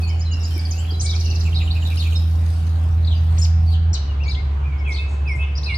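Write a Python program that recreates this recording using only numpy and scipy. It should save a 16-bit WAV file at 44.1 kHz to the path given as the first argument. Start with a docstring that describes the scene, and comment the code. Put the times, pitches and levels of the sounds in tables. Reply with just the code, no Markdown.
"""Birds over a humming garden

A wren twitters and trills, a warbler rolls a phrase, sparrows chirp and a songbird whistles falling notes:
all gliding sines, each with a weak overtone and scattered echoes from trees and a shed wall.
A foot bumps a wooden bed edge (short puffs of noise); a faint grainy treble hiss (noise) comes and goes.
A machine hums low (wavering sines over rumble noise) in open air (broad noise); at 3.931 s a quick crossfade
swaps hum and air for another pair, the hum lower in pitch, and the hiss stops."""
import sys
import numpy as np
from scipy import signal
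from scipy.fft import rfft, irfft, next_fast_len
from scipy.io import wavfile
from scipy.ndimage import uniform_filter1d, map_coordinates

SR = 44100
rng = np.random.default_rng(int(sys.argv[2]) if len(sys.argv) > 2 else 0)


def digitize_waveform(pressure):
    """Quantize a signal to 16-bit integers and store it at the path in sys.argv[1].

    Rows of a 2-D input are taken as channels; values are limited to [-1, 1].
    """
    field = np.atleast_2d(pressure).T
    bounded = np.clip(field, -1, 1)
    quanta = np.round(bounded * 32767).astype(np.int16)
    wavfile.write(sys.argv[1], SR, quanta)


N = 254607
CHANGE_S = 3.931  # the hum and air change, the treble hiss stops

# Wren's single notes: (time [s], syllable, pitch ratio, level before the perch gain [dB])
WREN_NOTES = [(0.59, "tick", 1.02, -30), (0.65, "tick", 0.99, -29.5), (.709, "slur", 1.01, -27.5),
              (0.778, "lift", 1.02, -37), (0.904, "nick", 1.02, -31), (0.997, "lift", 0.88, -28)]
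# Its two-note seesaw: (time within the motif [s], syllable, relative level [dB])
SEESAW_MOTIF = [(0, "see", -3.5), (.012, "saw", 1)]
# Its two-note trill: (time within the motif [s], syllable, relative level [dB])
TRILL_MOTIF = [(0, "lead", -7.5), (.013, "drop", .5)]


def wren():
    """A seesaw that grows louder, a fast trill that softens, and single twitters, all from one syrinx."""
    seesaw = repeated(SEESAW_MOTIF, start_s=.074, period_s=.119, count=4, level_db=-37.0, grow_db=1.8)
    trill = repeated(TRILL_MOTIF, start_s=.9935, period_s=.0498, count=9, level_db=-26.0, grow_db=-0.38)
    notes = seesaw + trill + WREN_NOTES
    return amp(1.5) * bird(notes, pan_db=-1.5, lag_ms=.41, echo_db=-2.5, rough=0.012, overtone_db=-54.5)


# Warbler's accented notes: (time [s], syllable, pitch ratio, level before the perch gain [dB])
WARBLER_ACCENTS = [(1.556, "flick", 0.99, -27.5), (1.706, "nick", 0.9, -29), (1.853, "nick", .85, -35),
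                   (2.158, "nick", 0.83, -34)]
# Its rolled motif: (time within the motif [s], syllable, relative level [dB])
ROLL_MOTIF = [(0, "buzz", -3), (.074, "dip", -1), (.103, "flick", 1.5)]


def warbler():
    """A rolled motif repeats at an even pace, sinking slightly in pitch, with accents among the repeats."""
    roll = repeated(ROLL_MOTIF, start_s=1.449, period_s=.1493, count=5, level_db=-32, grow_db=-0.17,
                    sag=0.0109)
    notes = roll + WARBLER_ACCENTS
    return amp(2.0) * bird(notes, pan_db=-5.0, lag_ms=.4, echo_db=-5.0, rough=0.024, overtone_db=-49)


# Near sparrow's notes: (time [s], syllable, pitch ratio, level before the perch gain [dB])
NEAR_SPARROW_NOTES = [(1.011, "squeal", 1.055, -33), (3.37, "cheep", 0.99, -28),
                      (3.931, "chip", 1.03, -24.5), (4.776, "hoop", 0.98, -53),
                      (5.271, "hoop", 0.97, -44.5), (5.306, "hoop", 1.01, -47), (5.551, "lift", 0.72, -36),
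                      (5.56, "lift", .75, -33.5), (5.576, "drop", 1, -31.5)]


def near_sparrow():
    """Fairly dry calls, some with two voices sounding at once, among plain glides."""
    return amp(2.5) * bird(NEAR_SPARROW_NOTES, pan_db=4.0, lag_ms=.39, echo_db=-6.0, rough=0.013,
                           overtone_db=-55.5)


# Far sparrows' notes: (time [s], syllable, pitch ratio, level before echo and chirp shaping [dB])
FAR_SPARROW_NOTES = [(1.063, "chirp", 0.98, -24), (1.543, "chirp", 1.05, -28.5), (1.585, "drop", .8, -30),
                     (1.612, "drop", 0.49, -34), (1.967, "chirp", 1.1, -28.5), (2.016, "drop", .72, -31),
                     (2.032, "drop", 0.62, -34), (3.045, "upstroke", 1.05, -33),
                     (3.069, "downstroke", 1, -29.5), (3.106, "tail", 1, -32.5),
                     (3.122, "dip", 1.02, -37.5), (4.281, "chirp", 1.02, -26.5),
                     (4.347, "upstroke", 0.75, -33), (4.919, "upstroke", .95, -36),
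                     (4.941, "crown", .92, -31), (4.955, "drop", .76, -39), (4.96, "upstroke", 1.03, -32),
                     (4.969, "upstroke", .88, -31), (4.978, "downstroke", .95, -30),
                     (5.631, "chirp", 1.05, -27), (5.741, "chirp", 1.03, -25)]


def far_sparrows():
    """Chirps of four strokes with a clear overtone, and loose single strokes."""
    return bird(strokes(FAR_SPARROW_NOTES), pan_db=4.0, lag_ms=-.05, echo_db=-4.0, rough=0.015,
                overtone_db=-25.0)


# The songbird's motif: (time within the motif [s], syllable, relative level [dB])
WHISTLE_MOTIF = [(0, "swoop", -1), (.134, "hold", -3)]


def whistling_songbird():
    """Three steady whistles that fall and hold, each louder; the weak overtone is the fourth harmonic."""
    whistles = repeated(WHISTLE_MOTIF, start_s=4.846, period_s=.4052, count=3, level_db=-26, grow_db=1.3)
    return bird(whistles, pan_db=-3.0, lag_ms=0.45, echo_db=-3.5, rough=0.0012, overtone_db=-32.0, order=4)


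# Songbird on the left: (time [s], syllable, pitch ratio, level before echo and panning [dB])
LEFT_SINGER_NOTES = [(4.195, "arch", 0.97, -36), (4.231, "dip", .88, -35), (4.255, "crest", 0.96, -33),
                     (4.357, "crest", .89, -35.5), (4.795, "fall", 0.99, -37.5),
                     (4.861, "plunge", 0.97, -38)]


def left_singer():
    """A short phrase of clear, nearly pure glides, earlier and louder on the left."""
    return bird(LEFT_SINGER_NOTES, pan_db=8.5, lag_ms=-0.33, echo_db=-7.5, rough=.005, overtone_db=-36)


# One clean peep: (time [s], syllable, pitch ratio, level before echo and panning [dB])
PEEP_NOTE = [(2.155, "peep", 1, -30)]


def close_peep():
    """One falling, almost pure tone from close by, with little echo."""
    return bird(PEEP_NOTE, pan_db=-5.0, lag_ms=.4, echo_db=-7, rough=.002, overtone_db=-50)


# Sparrows deep in the trees: (time [s], syllable, pitch ratio, level before the perch gain [dB])
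HIDDEN_SPARROW_NOTES = [(1.985, "chirp", 0.87, -38), (3.095, "chirp", 0.8, -41.5),
                        (3.698, "buzz", 1.58, -41), (3.722, "buzz", 1.2, -42), (3.935, "chip", 0.79, -27),
                        (4.3, "chirp", 1.2, -47.5), (4.905, "chirp", 1.2, -39.5),
                        (5.405, "chirp", 0.69, -40.5), (5.61, "chirp", 1.22, -43)]


def hidden_sparrows():
    """Hoarse calls whose scattered sound outweighs the direct sound."""
    return amp(3.0) * bird(strokes(HIDDEN_SPARROW_NOTES), pan_db=11, lag_ms=.1, echo_db=7.0, rough=0.052,
                           overtone_db=-20.5)


# Distant birds' notes: (time [s], syllable, pitch ratio, level before the perch gain [dB])
DISTANT_NOTES = [(.012, "fall", 1.13, -41.5), (.022, "pip", 1.04, -39.5), (.05, "fall", 1.12, -41),
                 (.078, "fall", 1.01, -43.5), (.064, "bow", 0.99, -45), (.248, "pip", 0.96, -40.5),
                 (.272, "sigh", 1, -42), (.395, "buzz", 2, -39.5), (.505, "peep", 0.59, -42.5),
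                 (.53, "buzz", 2.02, -41.5), (.55, "fall", 1.04, -42.5), (.712, "rise", 0.98, -43.5),
                 (.847, "upstroke", 0.7, -37), (.872, "fall", 1.46, -40.5), (.925, "pip", 0.94, -40.5),
                 (1.04, "hold", 0.88, -42.5), (1.122, "scoop", 1.1, -40), (1.215, "quaver", 0.99, -43),
                 (3.14, "pip", 1.12, -48.5), (3.662, "fall", 2.02, -44.5), (3.98, "pip", 0.99, -47),
                 (4.078, "fall", 1.3, -47), (4.233, "slur", 0.86, -43.5), (4.248, "fall", 2, -44),
                 (4.26, "pip", 1.56, -50.5), (4.63, "crest", 1.01, -45.5), (4.675, "sigh", 0.79, -49.5),
                 (4.83, "arch", 1.15, -48), (5.405, "buzz", 1.1, -47), (5.44, "buzz", 1.1, -49),
                 (5.675, "hold", 1.075, -37)]
# A thin call: (time within the motif [s], syllable, relative level [dB])
THIN_MOTIF = [(0.0048, "hold", 0)]


def distant_birds():
    """Soft notes washed in echo, and a thin high call repeated at an even pace."""
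    thin = repeated(THIN_MOTIF, start_s=1.41, period_s=.192, count=4, level_db=-51, grow_db=0.0,
                    ratio=2.8, sag=0.013)
    return amp(4.5) * bird(DISTANT_NOTES + thin, pan_db=-0.5, lag_ms=0.029, echo_db=2.0, rough=0.013,
                           overtone_db=-31)


def birds():
    """Sum of all perches."""
    return (wren() + warbler() + near_sparrow() + far_sparrows() + hidden_sparrows()
            + whistling_songbird() + left_singer() + close_peep() + distant_birds())


def repeated(motif, start_s, period_s, count, level_db, grow_db, ratio=1, sag=0):
    """A motif sung at an even pace; each repeat changes by grow_db and sinks by the share sag of its pitch."""
    notes = []
    for k in range(count):
        for s, name, db in motif:
            time_s = start_s + k * period_s + s
            notes.append((time_s, name, ratio * (1 - sag * k), level_db + grow_db * k + db))
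    return notes


# Strokes of a sparrow's chirp: (time within the chirp [s], syllable, relative level [dB])
CHIRP_STROKES = [(0, "upstroke", -2.5), (.008, "crown", -5), (.025, "downstroke", -0.5),
                 (.06, "tail", -7.5)]


def strokes(notes):
    """Each chirp is sung as four quick strokes; other notes stay whole."""
    whole_note_offset = (0.0005, 0.0055)  # (s, dB)
    sung = []
    for s, name, ratio, db in notes:
        parts = CHIRP_STROKES if name == "chirp" else [(whole_note_offset[0], name, whole_note_offset[1])]
        sung += [(s + after_s, part, ratio, db + part_db) for after_s, part, part_db in parts]
    return sung


def bird(notes, pan_db, lag_ms, echo_db, rough, overtone_db, order=2):
    """One perch: each note arrives directly, lag_ms later on the left, and by its own scattered paths."""
    out = np.zeros((2, N))
    direct = 1 / np.sqrt(1 + amp(echo_db) ** 2)  # the more echo, the less comes straight
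    for s, name, ratio, db in notes:
        note = direct * amp(db) * syllable(name, ratio, rough, overtone_db, order)
        left, right = panned(note, pan_db)
        add(out[0], s + lag_ms / 1000, left)
        add(out[1], s, right)
        add(out, s, amp(echo_db) * echoes(note))
    return out


# Quick vibrato by syllable: (rate [Hz], depth [share of the pitch])
VIBRATO_BY_SYLLABLE = {"buzz": (103.3, 0.065), "crown": (160, 0.032), "downstroke": (95, 0.054),
                       "tail": (100, 0.087), "quaver": (23.9, 0.035)}


def syllable(name, ratio, rough, overtone_db, order):
    """The syrinx sounds a gliding sine with one weak overtone; pitch and strength quiver with roughness."""
    if name == "swoop":
        pitch, strength = swoop()
    elif name in CALL_PITCH:
        pitch, strength = call(name)
    else:
        pitch, strength = glide(name)
    t = np.arange(len(pitch)) / SR
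    pitch = ratio * pitch * (1 + rough * wobble(507.5, size=len(t)))
    if name in VIBRATO_BY_SYLLABLE:
        rate_hz, depth = VIBRATO_BY_SYLLABLE[name]
        pitch = pitch * (1 + depth * np.sin(2 * np.pi * rate_hz * t))
    phase = 2 * np.pi * np.cumsum(pitch) / SR
    tone = np.sin(phase) + amp(overtone_db) * np.sin(order * phase)
    if name in CALL_VOICING:  # the other side of the syrinx sings along, 1645 Hz higher
        tone = tone + amp(CALL_VOICING[name][-1]) * np.sin(phase + 2 * np.pi * 1645 * t)
    quiver = amp(60 * rough * wobble(300, size=len(t)))
    return strength * quiver * tone


# Plain syllables before the pitch ratio:
# (length [s], start [Hz], middle [Hz], end [Hz], loudest moment [share of the length])
GLIDE_SHAPES = { "see": (.02, 7300, 6800, 6250, .4), "saw": (.022, 4550, 5050, 5800, .7),
                "lead": (.015, 5000, 5750, 6850, .5), "drop": (.013, 6700, 4850, 3650, .5),
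                "nick": (.015, 4250, 4650, 5250, .45), "tick": (.013, 5700, 4650, 4650, .5),
                "hoop": (.04, 4400, 5500, 4450, .45), "plunge": (.024, 3150, 2300, 2100, .35),
                "scoop": (.04, 2100, 2080, 2450, .4), "quaver": (.15, 2860, 2810, 2620, .45),
                "slur": (0.021, 7100, 5200, 4450, 0.14), "lift": (0.032, 6500, 7300, 7500, 0.23),
                "buzz": (0.045, 2570, 2670, 2390, 0.53), "dip": (.016, 3450, 2950, 2750, .4),
                "flick": (.028, 3600, 3950, 3950, .35), "hold": (0.068, 2530, 2605, 2540, 0.38),
                "pip": (.045, 4320, 4240, 4210, .35), "crest": (.062, 2270, 2410, 2330, .5),
                "bow": (.095, 2780, 3110, 2720, .6), "fall": (.045, 2340, 2230, 2120, .5),
                "peep": (.03, 5400, 5260, 5080, .4), "upstroke": (.011, 3250, 4150, 4950, .45),
                "crown": (.02, 4700, 4850, 4800, .4), "downstroke": (.023, 4550, 3880, 3950, .4),
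                "tail": (.024, 3150, 3650, 3050, .45), "arch": (.054, 2250, 2860, 2480, .62),
                "sigh": (.115, 3050, 2840, 2720, .55), "rise": (.11, 2500, 2780, 3350, .8), }


def glide(name):
    """A plain syllable bends through three pitches while it swells and fades."""
    length, start_hz, middle_hz, end_hz, loudest = GLIDE_SHAPES[name]
    u = np.linspace(0, 1, int(length * SR))
    bend = np.polyfit([0, .5, 1], [start_hz, middle_hz, end_hz], 2)
    return np.polyval(bend, u), swell(length, loudest)


# Pitch of the two-voiced calls before smoothing and pitch ratio: (time after the start [s], pitch [Hz])
CALL_PITCH = { "cheep": [(0, 1800), (.007, 2450), (.014, 5400), (.02, 6700), (.04, 7100), (.048, 5450),
              (.057, 5200), (.068, 6400), (.081, 4650), (.089, 2300), (.096, 1950)], "squeal": [(0, 5600),
              (.006, 6650), (.022, 7350), (.028, 6150), (.04, 6700), (.052, 6300)], "chip": [(0, 5400),
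              (.004, 5530), (.009, 6370), (.015, 5050), (.03, 3540)], }
# Voicing of those calls: (throat resonance [Hz], fade [dB/s], time between strokes [s],
# dip between strokes [dB], second voice [dB])
CALL_VOICING = { "cheep": (5400, -35, .027, 7, -7), "squeal": (6700, 0, .024, 3, 0),
                "chip": (5300, 200, .013, 4, -9), }


def call(name):
    """A call is pushed out in strokes and loses level as its pitch leaves the throat's resonance."""
    throat_db_per_oct, edge_s = 12, .001
    s, hz = np.transpose(CALL_PITCH[name])
    throat_hz, fade_db_per_s, stroke_s, dip_db, _ = CALL_VOICING[name]
    t = np.arange(int(s[-1] * SR)) / SR
    pitch = uniform_filter1d(np.interp(t, s, hz), size=130)
    edges = np.clip(np.minimum(t, t[-1] - t) / edge_s, 0, 1)
    effort_db = -fade_db_per_s * t - dip_db * np.sin(np.pi * t / stroke_s) ** 2
    throat_loss_db = throat_db_per_oct * np.abs(np.log2(pitch / throat_hz))
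    return pitch, edges * amp(effort_db - throat_loss_db)


# Falling whistle: (length [s], upper pitch [Hz], lower pitch [Hz], time on the upper pitch [s],
# slide time constant [s], loudest moment [share of the length])
SWOOP_SHAPE = (.112, 2600, 2110, .021, .025, .58)


def swoop():
    """The falling whistle lingers on its upper pitch, slides down and levels out on the lower."""
    length, upper_hz, lower_hz, linger_s, slide_s, loudest = SWOOP_SHAPE
    t = np.arange(int(length * SR)) / SR
    height = np.exp(-(np.maximum(t - linger_s, 0) / slide_s) ** 1.3)
    return lower_hz + (upper_hz - lower_hz) * height, swell(length, loudest)


def swell(length, loudest):
    """Strength of a note that swells to its loudest moment and fades."""
    u = np.linspace(0, 1, int(length * SR))
    turn = np.interp(u, [0, np.clip(loudest, .05, .95), 1], [0, .5, 1])
    return np.abs(np.sin(np.pi * turn)) ** .75  # a larger exponent makes a more pointed swell


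# Decay of the garden's echo tail: (frequency [Hz], t60 [s])
GARDEN_DECAY = [(500, 0.09), (2500, 0.8), (5000, 0.63), (9000, 0.27)]


def echoes(note, early_db=7, early_s=0.012, build_s=0.0025):
    """The garden scatters a note: dense early echoes off beds and shed, then a thin tail from the trees."""
    hz, t, z = signal.stft(rng.standard_normal((2, SR // 2)), SR, nperseg=256)
    decay = amp(-60 * t / along(GARDEN_DECAY, hz)[:, None])
    tail = signal.istft(z * decay, SR, nperseg=256)[1]
    t = np.arange(tail.shape[1]) / SR
    early = 1 + amp(early_db) * np.exp(-t / early_s)
    build = 1 - np.exp(-t / build_s)
    tail = tail * early * build
    return signal.fftconvolve(note[None], tail / np.linalg.norm(tail[0]), axes=1)


# A foot on the bed's timber, mulch and grass:
# (time [s], level before the attack [dB], centre [Hz], t60 [s], attack time constant [s])
FOOT_CONTACTS = [(0.56, -25, 343, 0.05, 0.0017), (0.579, -26.5, 11100, 0.011, 0.0013),
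                 (.921, -29.5, 358, 0.057, 0.0012), (4.87, -51.5, 7340, 0.67, 0.031),
                 (5.076, -41.5, 6860, 0.33, 0.076), (5.353, -50, 7800, 0.18, 0.0045)]


def steps(width=0.19):
    """Each contact is a puff of noise around one pitch: dull on timber, crisp on mulch."""
    out, t = np.zeros((2, N)), np.arange(N) / SR
    for s, db, centre_hz, t60, attack_s in FOOT_CONTACTS:
        # a bell around the centre; width is in natural log of frequency
        band = lambda hz: np.exp(-(np.log((hz + 1) / centre_hz) / width) ** 2 / 2)
        puff = unit(filtered(rng.standard_normal(N), band))
        add(out, s, puff * amp(db - 60 * t / t60) * (1 - np.exp(-t / attack_s)))
    return out


# Higher hum: (time [s], level [dB])
HIGHER_HUM_LEVEL = [(0, -18.5), (.5, -20), (.92, -20.5), (1.25, -17.5), (1.65, -16.5), (1.85, -18),
                    (2.2, -16), (2.6, -17.5), (3.2, -15), (3.6, -13.5), (3.92, -15.5)]
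# Its wavering overtones and whines: (frequency [Hz], level before whine_db [dB])
HIGHER_HUM_WHINES = [(163.6, -39), (272, -58.5), (300, -57.5), (756, -56)]
# Its relative rumble spectrum: (frequency [Hz], density [dB per Hz])
HIGHER_HUM_RUMBLE = [(20, -21), (35, -9), (48, 4), (57, 6), (66, 6.5), (100, 4.5), (135, 1), (175, -8),
                     (220, -14), (400, -60)]


def higher_hum():
    """The machine's first drone, at 81.8 Hz."""
    return machine(HIGHER_HUM_LEVEL, hum_hz=81.8, whines=HIGHER_HUM_WHINES, rumble=HIGHER_HUM_RUMBLE,
                   rumble_db=-31.5, whine_db=1, waver_db=3.0, pan_db=-1.1)


# Lower hum: (time [s], level [dB])
LOWER_HUM_LEVEL = [(3.97, -20.5), (4.25, -19), (4.55, -20), (5, -21.5), (5.4, -20.5), (5.75, -22)]
# Its wavering overtones and whines: (frequency [Hz], level before whine_db [dB])
LOWER_HUM_WHINES = [(82.3, -34), (145, -45), (215, -56), (289, -57), (404, -53.5), (754, -57),
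                    (1023, -55.5)]
# Its relative rumble spectrum: (frequency [Hz], density [dB per Hz])
LOWER_HUM_RUMBLE = [(20, -35.5), (35, -5), (47, 0.5), (60, 11), (92, 7), (115, 3), (145, 5), (175, -12.5),
                    (220, -12), (400, -57)]


def lower_hum():
    """The machine's second drone, at 70.9 Hz."""
    return machine(LOWER_HUM_LEVEL, hum_hz=70.9, whines=LOWER_HUM_WHINES, rumble=LOWER_HUM_RUMBLE,
                   rumble_db=-31.0, whine_db=-1.5, waver_db=-0.5, pan_db=-.4)


def machine(level, hum_hz, whines, rumble, rumble_db, whine_db, waver_db, pan_db,
            rumble_follows=0.67, overtones_follow=0.54):
    """A drone that slowly swells and sinks, its rumble and lowest overtones with it, under wavering whines."""
    t = np.arange(N) / SR

    def tone(hz, drift):
        """A sine of rms 1 whose phase drifts slowly (drift in radians)."""
        return np.sqrt(2) * np.sin(2 * np.pi * (hz * t + rng.random()) + drift * wobble(4))

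    level_db = curve(level)
    swell_db = level_db - np.mean(np.transpose(level)[1])
    sound = amp(level_db) * tone(hum_hz, drift=0.024)
    for hz, db in whines:
        follow_db = (hz < 2.5 * hum_hz) * overtones_follow * swell_db
        whine_level_db = db + whine_db + waver_db * wobble(3.01) + follow_db
        sound = sound + amp(whine_level_db) * tone(hz, drift=0.86)
    rumble_noise = amp(rumble_db + rumble_follows * swell_db) * rush(rumble, patchy_db=-1.5)
    return panned(sound + rumble_noise, pan_db)


# A thin tone that swells once: (time [s], level [dB])
FAR_TONE_LEVEL = [(0, -51), (.3, -56.5), (.8, -54.5), (1.35, -45), (1.8, -62), (4, -60)]


def far_tone(hz=378):
    """A thin sine, slightly wavering in phase, from beyond the garden."""
    phase = 2 * np.pi * hz * np.arange(N) / SR + 0.14 * wobble(5)
    return amp(curve(FAR_TONE_LEVEL)) * np.sqrt(2) * np.sin(phase)


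# Rise and fall of the treble hiss before level_db: (time [s], level [dB])
HISS_LEVEL = [(0.05, -59.5), (0.27, -73), (0.52, -54.5), (0.95, -63), (1.2, -57.5), (1.8, -60.5),
              (1.93, -51.5), (2.1, -56), (2.25, -60), (2.68, -60), (3.1, -67.5), (3.45, -57), (3.58, -78.5),
              (3.73, -59.5), (3.82, -86)]
# Relative spectrum of the hiss: (frequency [Hz], density [dB per Hz])
HISS_SPECTRUM = [(1500, 2.5), (4000, 16), (7000, 7.5), (10000, 5.5), (14000, 2.5), (16000, -12)]


def treble_hiss(level_db=11, grain_db=2.0):
    """A faint, finely grained treble noise that comes and goes, then stops at CHANGE_S."""
    grains = unit(amp(grain_db * wobble(250)))
    sounding = np.arange(N) / SR < CHANGE_S
    return amp(curve(HISS_LEVEL) + level_db) * sounding * grains * rush(HISS_SPECTRUM, patchy_db=-4.0)


# Relative spectrum of the air under the higher hum: (frequency [Hz], density [dB per Hz])
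FIRST_AIR_SPECTRUM = [(120, -56), (200, -4), (307, -9.5), (344, -13), (372, -11), (738, -9.5), (968, -13),
                      (2400, -22.5), (2730, -22.5), (9000, -48.5), (11700, -68), (19800, -120)]


def first_air():
    """Open air as broad, slightly patchy noise."""
    return amp(-41.5) * panned(rush(FIRST_AIR_SPECTRUM, patchy_db=2.0), pan_db=-0.5)


# Relative spectrum of the air under the lower hum: (frequency [Hz], density [dB per Hz])
SECOND_AIR_SPECTRUM = [(120, -26.5), (200, -2.5), (397, -2.5), (579, -3.5), (1040, -4), (1890, -13),
                       (2850, -14.5), (5100, -29), (6590, -31.5), (12000, -51.5), (15600, -90),
                       (22000, -120)]


def second_air():
    """Open air as broad noise, with milder patches."""
    return amp(-41.0) * panned(rush(SECOND_AIR_SPECTRUM, patchy_db=1.33), pan_db=-1.0)


def background():
    """Machine and open air, crossfaded to the second pair within 10 ms around CHANGE_S."""
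    before = higher_hum() + first_air()
    after = lower_hum() + second_air()
    fade = np.clip((np.arange(N) / SR - CHANGE_S) / .01 + .5, 0, 1)
    fade = np.sin(np.pi / 2 * fade) ** 2
    return (1 - fade) * before + fade * after


# Likeness of left and right: (frequency [Hz], correlation)
LEFT_RIGHT_LIKENESS = [(60, .995), (150, .96), (290, .86), (500, -.2), (1000, -.2), (2500, .1), (10000, .1)]


def rush(spectrum, patchy_db):
    """Stereo noise of rms 1 with patches of random gain, near mono in the bass."""
    z = signal.stft(rng.standard_normal((2, N)), nperseg=512)[2]
    field = uniform_filter1d(rng.standard_normal(z.shape[1:]), 6, 0)
    field = uniform_filter1d(field, 14, 1)
    pair = signal.istft(z * amp(patchy_db * unit(field)), nperseg=512)[1][:, :N]

    def mid_side(hz):
        """Spectrum shared between mid and side to give the wanted likeness."""
        turn = np.arccos(np.clip(along(LEFT_RIGHT_LIKENESS, hz), -1, 1)) / 2
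        return amp(along(spectrum, hz)) * [np.cos(turn), np.sin(turn)]

    mid, side = filtered(pair, mid_side)
    return unit(np.array([mid + side, mid - side]))


def amp(db):
    """Decibels to gain."""
    return 10 ** (np.asarray(db) / 20)


def unit(x):
    """Scale to rms 1."""
    return x / np.sqrt(np.mean(x ** 2) + 1e-20)


def along(points, hz):
    """(Hz, value) points read on a log frequency axis."""
    f, v = np.transpose(points)
    return np.interp(np.log(hz + 1), np.log(f + 1), v)


def curve(rows):
    """(s, value) rows as one value per sample."""
    return np.interp(np.arange(N) / SR, *np.transpose(rows))


def wobble(rate, size=N):
    """A smooth random curve, rate knots a second."""
    knots = rng.standard_normal(int(size * rate / SR) + 4)
    return map_coordinates(knots, [np.arange(size) * rate / SR])


def filtered(x, response):
    """x times a response of frequency."""
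    m = next_fast_len(N + SR // 2)
    return irfft(rfft(x, m) * response(np.fft.rfftfreq(m, 1 / SR)), m)[..., :N]


def add(track, s, sound):
    """Mix a sound into a track from time s."""
    start = int(np.clip(round(s * SR), 0, N - 1))
    track[..., start:start + sound.shape[-1]] += sound[..., :N - start]


def panned(x, pan_db):
    """Left louder than right by pan_db."""
    return x * amp([[pan_db / 2], [-pan_db / 2]])


def scene():
    """Everything heard in the garden."""
    return birds() + steps() + background() + far_tone() + treble_hiss()


def record(dry):
    """A sharp band limit keeps only what lies below 15.6 kHz."""
    return filtered(dry, lambda hz: hz < 15600)


dry = scene()
out = record(dry)
digitize_waveform(out)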